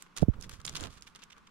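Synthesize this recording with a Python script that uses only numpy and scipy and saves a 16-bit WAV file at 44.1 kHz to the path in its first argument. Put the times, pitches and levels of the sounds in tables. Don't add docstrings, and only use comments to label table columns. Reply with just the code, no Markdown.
import sys
import numpy as np
from scipy import signal
from scipy.fft import rfft, irfft, next_fast_len
from scipy.io import wavfile

SR = 44100
rng = np.random.default_rng(int(sys.argv[2]) if len(sys.argv) > 2 else 0)


def int16_out(signal):
    q = np.round(np.clip(np.atleast_2d(signal).T, -1, 1) * 32767)
    wavfile.write(sys.argv[1], SR, q.astype(np.int16))


N = 66150
HUSK_LIKENESS = 0.43


def undb(db):
    return 10 ** (np.asarray(db) / 20)


def unit(x):
    return x / np.sqrt(np.mean(x ** 2) + 1e-20)


def shape(x, response):
    size = next_fast_len(x.shape[-1] + 4096)
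    hz = np.fft.rfftfreq(size, 1 / SR) + 1e-3
    return irfft(rfft(x, size) * response(hz), size)[..., :x.shape[-1]]


def colour(x, points):
    hz, db = np.array(points).T
    f = np.fft.rfftfreq(4096, 1 / SR) + 1
    gain = undb(np.interp(np.log(f), np.log(hz), db))
    cepstrum = irfft(np.log(gain))
    fold = 1 + np.sign(len(cepstrum) / 2 - np.arange(len(cepstrum)))
    fold[0] = 1
    impulse = irfft(np.exp(rfft(cepstrum * fold)))
    return signal.fftconvolve(x, impulse[None], axes=-1)[:, :N]


def resonate(x, hz, width_hz):
    return shape(x, lambda f: 1 / (1 + 1j * (f / hz - hz / f) * hz / width_hz))


def noise(likeness, samples=N):
    mid, side = rng.standard_normal((2, samples))
    return np.sqrt((1 + likeness) / 2) * mid + np.sqrt((1 - likeness) / 2) * side * np.array([[1], [-1]])


def pan(db):
    return unit(undb(np.array([[db], [-db]]) / 2))


def yard():
    # freq_hz, gain_db
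    hush_eq = [(25, 0), (60, -5.5), (112, -13.5), (175, 6.5), (300, -6.5), (700, -15), (1100, -1),
               (1400, -4.5), (1900, -12.5), (2500, -13.5), (4000, -20), (6500, -25), (13000, -38),
               (16000, -50)]
    return unit(colour(noise(likeness=0.39), hush_eq)) * undb(-62.5) * pan(db=-1.5)


def air(t, left_db=-9):
    # time_s, level_db
    swells = [(0, -76), (.14, -70), (.19, -48.5), (.222, -38.5), (.335, -53.5), (.365, -43), (.42, -48.5),
              (.465, -44.5), (.5, -52.5), (.635, -54.5), (.69, -45), (.76, -46), (.86, -46.5), (.94, -55),
              (1, -58), (1.1, -68)]
    # freq_hz, gain_db
    rumble_eq = [(15, -1), (35, -0.5), (90, -4), (160, -6), (260, -15.5), (500, -23), (1000, -32.5),
                 (4000, -55.5)]
    rumble = unit(colour(noise(likeness=0.89), rumble_eq))
    return rumble * undb(np.interp(t, *np.array(swells).T)) * undb([[left_db], [0]])


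def scuffs(t, contacts_per_s=6000, scatter_db=5):
    # peak_s, rise_s, fall_s, pre_eq_level_db, centre_hz, pan_db
    bursts = [(.012, 0.031, 0.029, -54.5, 5150, -2), (0.066, 0.0054, 0.0053, -58, 1760, -1),
              (0.168, 0.0033, 0.0071, -34.5, 6440, -6), (0.179, 0.012, 0.019, -40, 3960, 1.5),
              (0.223, 0.0076, 0.0068, -43.5, 5000, -5.5), (0.229, 0.002, 0.0034, -51, 1190, -14),
              (0.338, 0.0018, 0.0091, -54, 1530, 1), (0.412, 0.011, 0.012, -51.5, 6100, 2),
              (0.44, 0.0073, 0.011, -44, 4560, 0), (0.494, 0.0012, 0.0061, -44, 3820, 7),
              (.516, 0.0063, 0.036, -46, 5400, 1.5), (0.539, 0.012, 0.01, -47, 5500, 0),
              (.601, 0.0018, 0.0059, -51.5, 2140, 2), (.653, 0.0038, 0.0042, -34, 5740, -10),
              (0.681, 0.01, 0.013, -42.5, 3320, -13), (0.694, 0.0086, 0.015, -45, 4900, 21),
              (0.726, 0.0047, 0.016, -46.5, 4400, -1), (0.756, 0.0066, 0.028, -38, 4400, -3.5),
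              (0.81, 0.0054, 0.011, -38, 5900, 22), (0.835, 0.014, 0.013, -43.5, 4160, 2),
              (.858, 0.018, 0.013, -43, 3500, -6.5), (0.903, 0.0037, 0.015, -51.5, 4460, -1.5),
              (0.932, 0.017, 0.03, -52, 5300, -2), (.977, 0.0074, 0.01, -50.5, 4060, -2.5),
              (1.031, 0.0052, 0.013, -55, 5200, -6), (1.074, 0.0093, 0.022, -51.5, 5000, -7),
              (1.159, 0.0068, 0.0088, -49, 3240, -1.5), (1.194, 0.0051, 0.0068, -54, 3700, 11),
              (1.234, 0.03, 0.018, -57.5, 2870, 0), (1.379, 0.014, 0.0087, -58.5, 1800, 1)]
    out = 0
    for at, rise, fall, db, hz, pan_db in bursts:
        contacts = rng.random(N) < contacts_per_s / SR
        sizes = undb(scatter_db * rng.standard_normal(N))
        swell = np.exp(-(np.minimum(t - at, 0) / rise) ** 2 - np.maximum(t - at, 0) / fall)
        grains = resonate(noise(HUSK_LIKENESS) * contacts * sizes * swell, hz, width_hz=1.37 * hz)
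        out = out + unit(grains) * np.sqrt(np.mean(swell ** 2)) * undb(db) * pan(pan_db)
    return out


def snaps(t, crack_s=0.00027, ring_s=0.0013, ring_db=-15, tick_db=7.5):
    # start_s, pre_eq_level_db, centre_hz, pan_db
    breaks = [(0.024, -22.5, 8600, -3.5), (0.1676, -25, 6500, 3), (0.1749, -16.5, 7900, -17.5),
              (0.184, -20.5, 5350, -11), (0.4114, -28, 6440, -15), (0.4236, -28, 6260, -34),
              (0.4263, -25, 5900, -31), (0.4366, -34, 4830, -1), (0.4952, -23, 7250, -11),
              (0.6036, -36.5, 6860, -16), (0.6153, -33.5, 6940, 5.5), (0.6522, -15.5, 6060, -1.5),
              (0.665, -20, 6800, -30), (0.6766, -22, 4670, -14), (0.6799, -18.5, 3950, 7),
              (0.6888, -30, 4100, -18), (0.6949, -20.5, 4870, -1), (0.7508, -26.5, 4200, 2),
              (0.7545, -16.5, 4640, -9.5), (0.7718, -24, 3780, 17), (0.8003, -26.5, 3940, -21),
              (0.8084, -29, 5800, -21), (0.8387, -21, 4000, -9.5), (.851, -31, 4020, 11),
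              (0.8712, -30, 3040, 0), (1.01, -39.5, 6200, -5), (1.0231, -25.5, 6000, -3.5),
              (1.1503, -34, 5050, -6), (1.1606, -32, 4800, -19), (1.2209, -38, 4270, -10),
              (1.2327, -38, 3920, -22), (1.238, -29, 6260, -19), (1.382, -42.5, 4270, -17)]
    out = np.zeros((2, N + SR))
    age = t[:SR // 50]
    envelope = np.exp(-age / crack_s) + undb(ring_db) * np.exp(-age / ring_s)
    for at, db, hz, pan_db in breaks:
        burst = noise(HUSK_LIKENESS, len(age)) * envelope
        snap = resonate(burst, hz, width_hz=0.46 * hz)
        snap /= np.sqrt(np.sum(snap ** 2, axis=1, keepdims=True) / (crack_s * SR / 2))
        tick = np.array([1, -1]) * np.sin(np.pi * hz / SR)
        snap[:, :2] += undb(tick_db) * tick
        start = int(at * SR)
        out[:, start:start + len(age)] += snap * undb(db) * pan(pan_db)
    return out[:, :N]


def bumps(t, top_hz=790, left_db=-51):
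    # start_s, gain_db, start_pitch_hz,
    # attack_s, decay_s, period_growth_s_per_s
    thumps = [(0.2228, -4, 417, 0.0022, 0.0085, 0.93), (0.2285, 2, 570, 0.00068, 0.00081, 0.084),
              (0.2302, 0.5, 1080, 0.0033, 0.0056, 1.615), (0.283, -5, 472, 0.0021, 0.01, 0.874),
              (0.2897, -13, 147, 0.00063, 0.0059, 0.05), (0.2947, -8.5, 99.6, 0.0046, 0.0055, 1.5),
              (0.387, -26, 107, 0.0025, 0.0077, 3.9), (.53, -30.5, 130, .003, 0.0099, 1.3),
              (.589, -35, 130, 0.0022, 0.0084, 0.73)]
    out = 0
    for at, db, hz, attack, decay, slowing in thumps:
        age = np.maximum(t - at, 0)
        cycles = np.log1p(slowing * hz * age) / slowing
        envelope = (1 - np.exp(-(age / attack) ** 2)) * np.exp(-age / decay)
        out = out - undb(db) * np.sin(2 * np.pi * cycles) * envelope
    muffled = shape(out, lambda f: 1 / np.hypot(1, (f / top_hz) ** 10))
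    return muffled * undb([[left_db], [0]])


def pings(t, pitch_hz=7070, decay_s=0.0012):
    # start_s, level_db, pan_db
    strikes = [(0.656, -33, -8), (0.6656, -30, -13), (0.694, -33.5, 3), (0.8085, -33.5, 4),
               (0.8285, -37, 7)]
    out = 0
    for at, db, pan_db in strikes:
        age = np.maximum(t - at, 0)
        ring = np.sin(2 * np.pi * pitch_hz * age) * np.exp(-age / decay_s)
        out = out + ring * undb(db) * pan(pan_db)
    return out


def brush(t, peak_s=0.846, rise_s=0.062, fall_s=0.035, level_db=-36.5, left_db=-20):
    # freq_hz, gain_db
    fur_eq = [(20, -15), (85, 6), (180, -5), (400, -7.5), (800, -14.5), (1300, -15), (3000, -34),
              (8000, -51), (16000, -57)]
    contact = np.exp(-((t - peak_s) / np.where(t < peak_s, rise_s, fall_s)) ** 2)
    rub = unit(colour(noise(likeness=0), fur_eq))
    return rub * contact * undb(level_db) * undb([[left_db], [0]])


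def gnaws(t, slips_per_s=6000, top_hz=10400):
    # centre_hz, width_hz, gain_db
    shell_modes = [(1570, 760, -2), (2660, 690, -1), (3370, 990, -0.5), (5630, 1800, 1), (6700, 360, -6)]
    # middle_s, length_s, level_db, centre_hz, pan_db
    bites = [(0.7684, 0.0089, -34.5, 4450, 2), (1.074, 0.014, -52, 2480, -4), (1.233, .018, -52, 2500, -3),
             (1.306, 0.0095, -53, 2120, -4.5), (1.326, 0.013, -52, 2470, -5.5),
             (1.474, 0.0091, -56, 2560, -3)]
    ticks = noise(likeness=0.71) * (rng.random(N) < slips_per_s / SR)
    ring = sum(undb(db) * resonate(ticks, hz, width) for hz, width, db in shell_modes)
    ring = shape(ring, lambda f: 1 / np.hypot(1, (f / top_hz) ** 2))
    out = 0
    for at, length, db, hz, pan_db in bites:
        bite = np.exp(-(2 * (t - at) / length) ** 4)
        rasp = resonate(ring, hz, width_hz=hz) * bite
        out = out + unit(rasp) * np.sqrt(np.mean(bite ** 2)) * undb(db) * pan(pan_db)
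    return out


def seed_heap(t, tail_t60_s=0.13, tail_db=-18, left_lag_s=0.00007, left_top_hz=9100):
    # freq_hz, gain_db
    heap_eq = [(150, 19.5), (400, 14.5), (700, 4.5), (1200, 11.5), (1900, 2), (3000, -0.5), (5500, -3),
               (9500, -4.5), (12000, -10.5), (16000, -21)]
    # centre_hz, width_hz, gain_db
    husk_modes = [(2970, 870, -13), (3470, 120, -9.5), (6300, 690, -18), (7060, 240, -15)]
    rustle = colour(snaps(t) + scuffs(t), heap_eq)
    ring = sum(undb(db) * resonate(rustle, hz, width) for hz, width, db in husk_modes)
    direct = undb(-2) * (rustle + ring) + gnaws(t)
    scatter = rng.standard_normal((2, N)) * undb(-60 * t / tail_t60_s)
    tail = signal.fftconvolve(direct, unit(scatter) / np.sqrt(N), axes=-1)[:, :N]
    left, right = direct + undb(tail_db) * tail
    left = shape(left, lambda f: np.exp(-2j * np.pi * f * left_lag_s) / np.hypot(1, (f / left_top_hz) ** 2))
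    return np.array([left, right])


def scene():
    t = np.arange(N) / SR
    return seed_heap(t) + pings(t) + bumps(t) + air(t) + brush(t) + yard()


def record(dry):
    top_hz = 16300
    return signal.sosfilt(signal.ellip(10, .2, 80, top_hz, fs=SR, output="sos"), dry)


dry = scene()
out = record(dry)
int16_out(out)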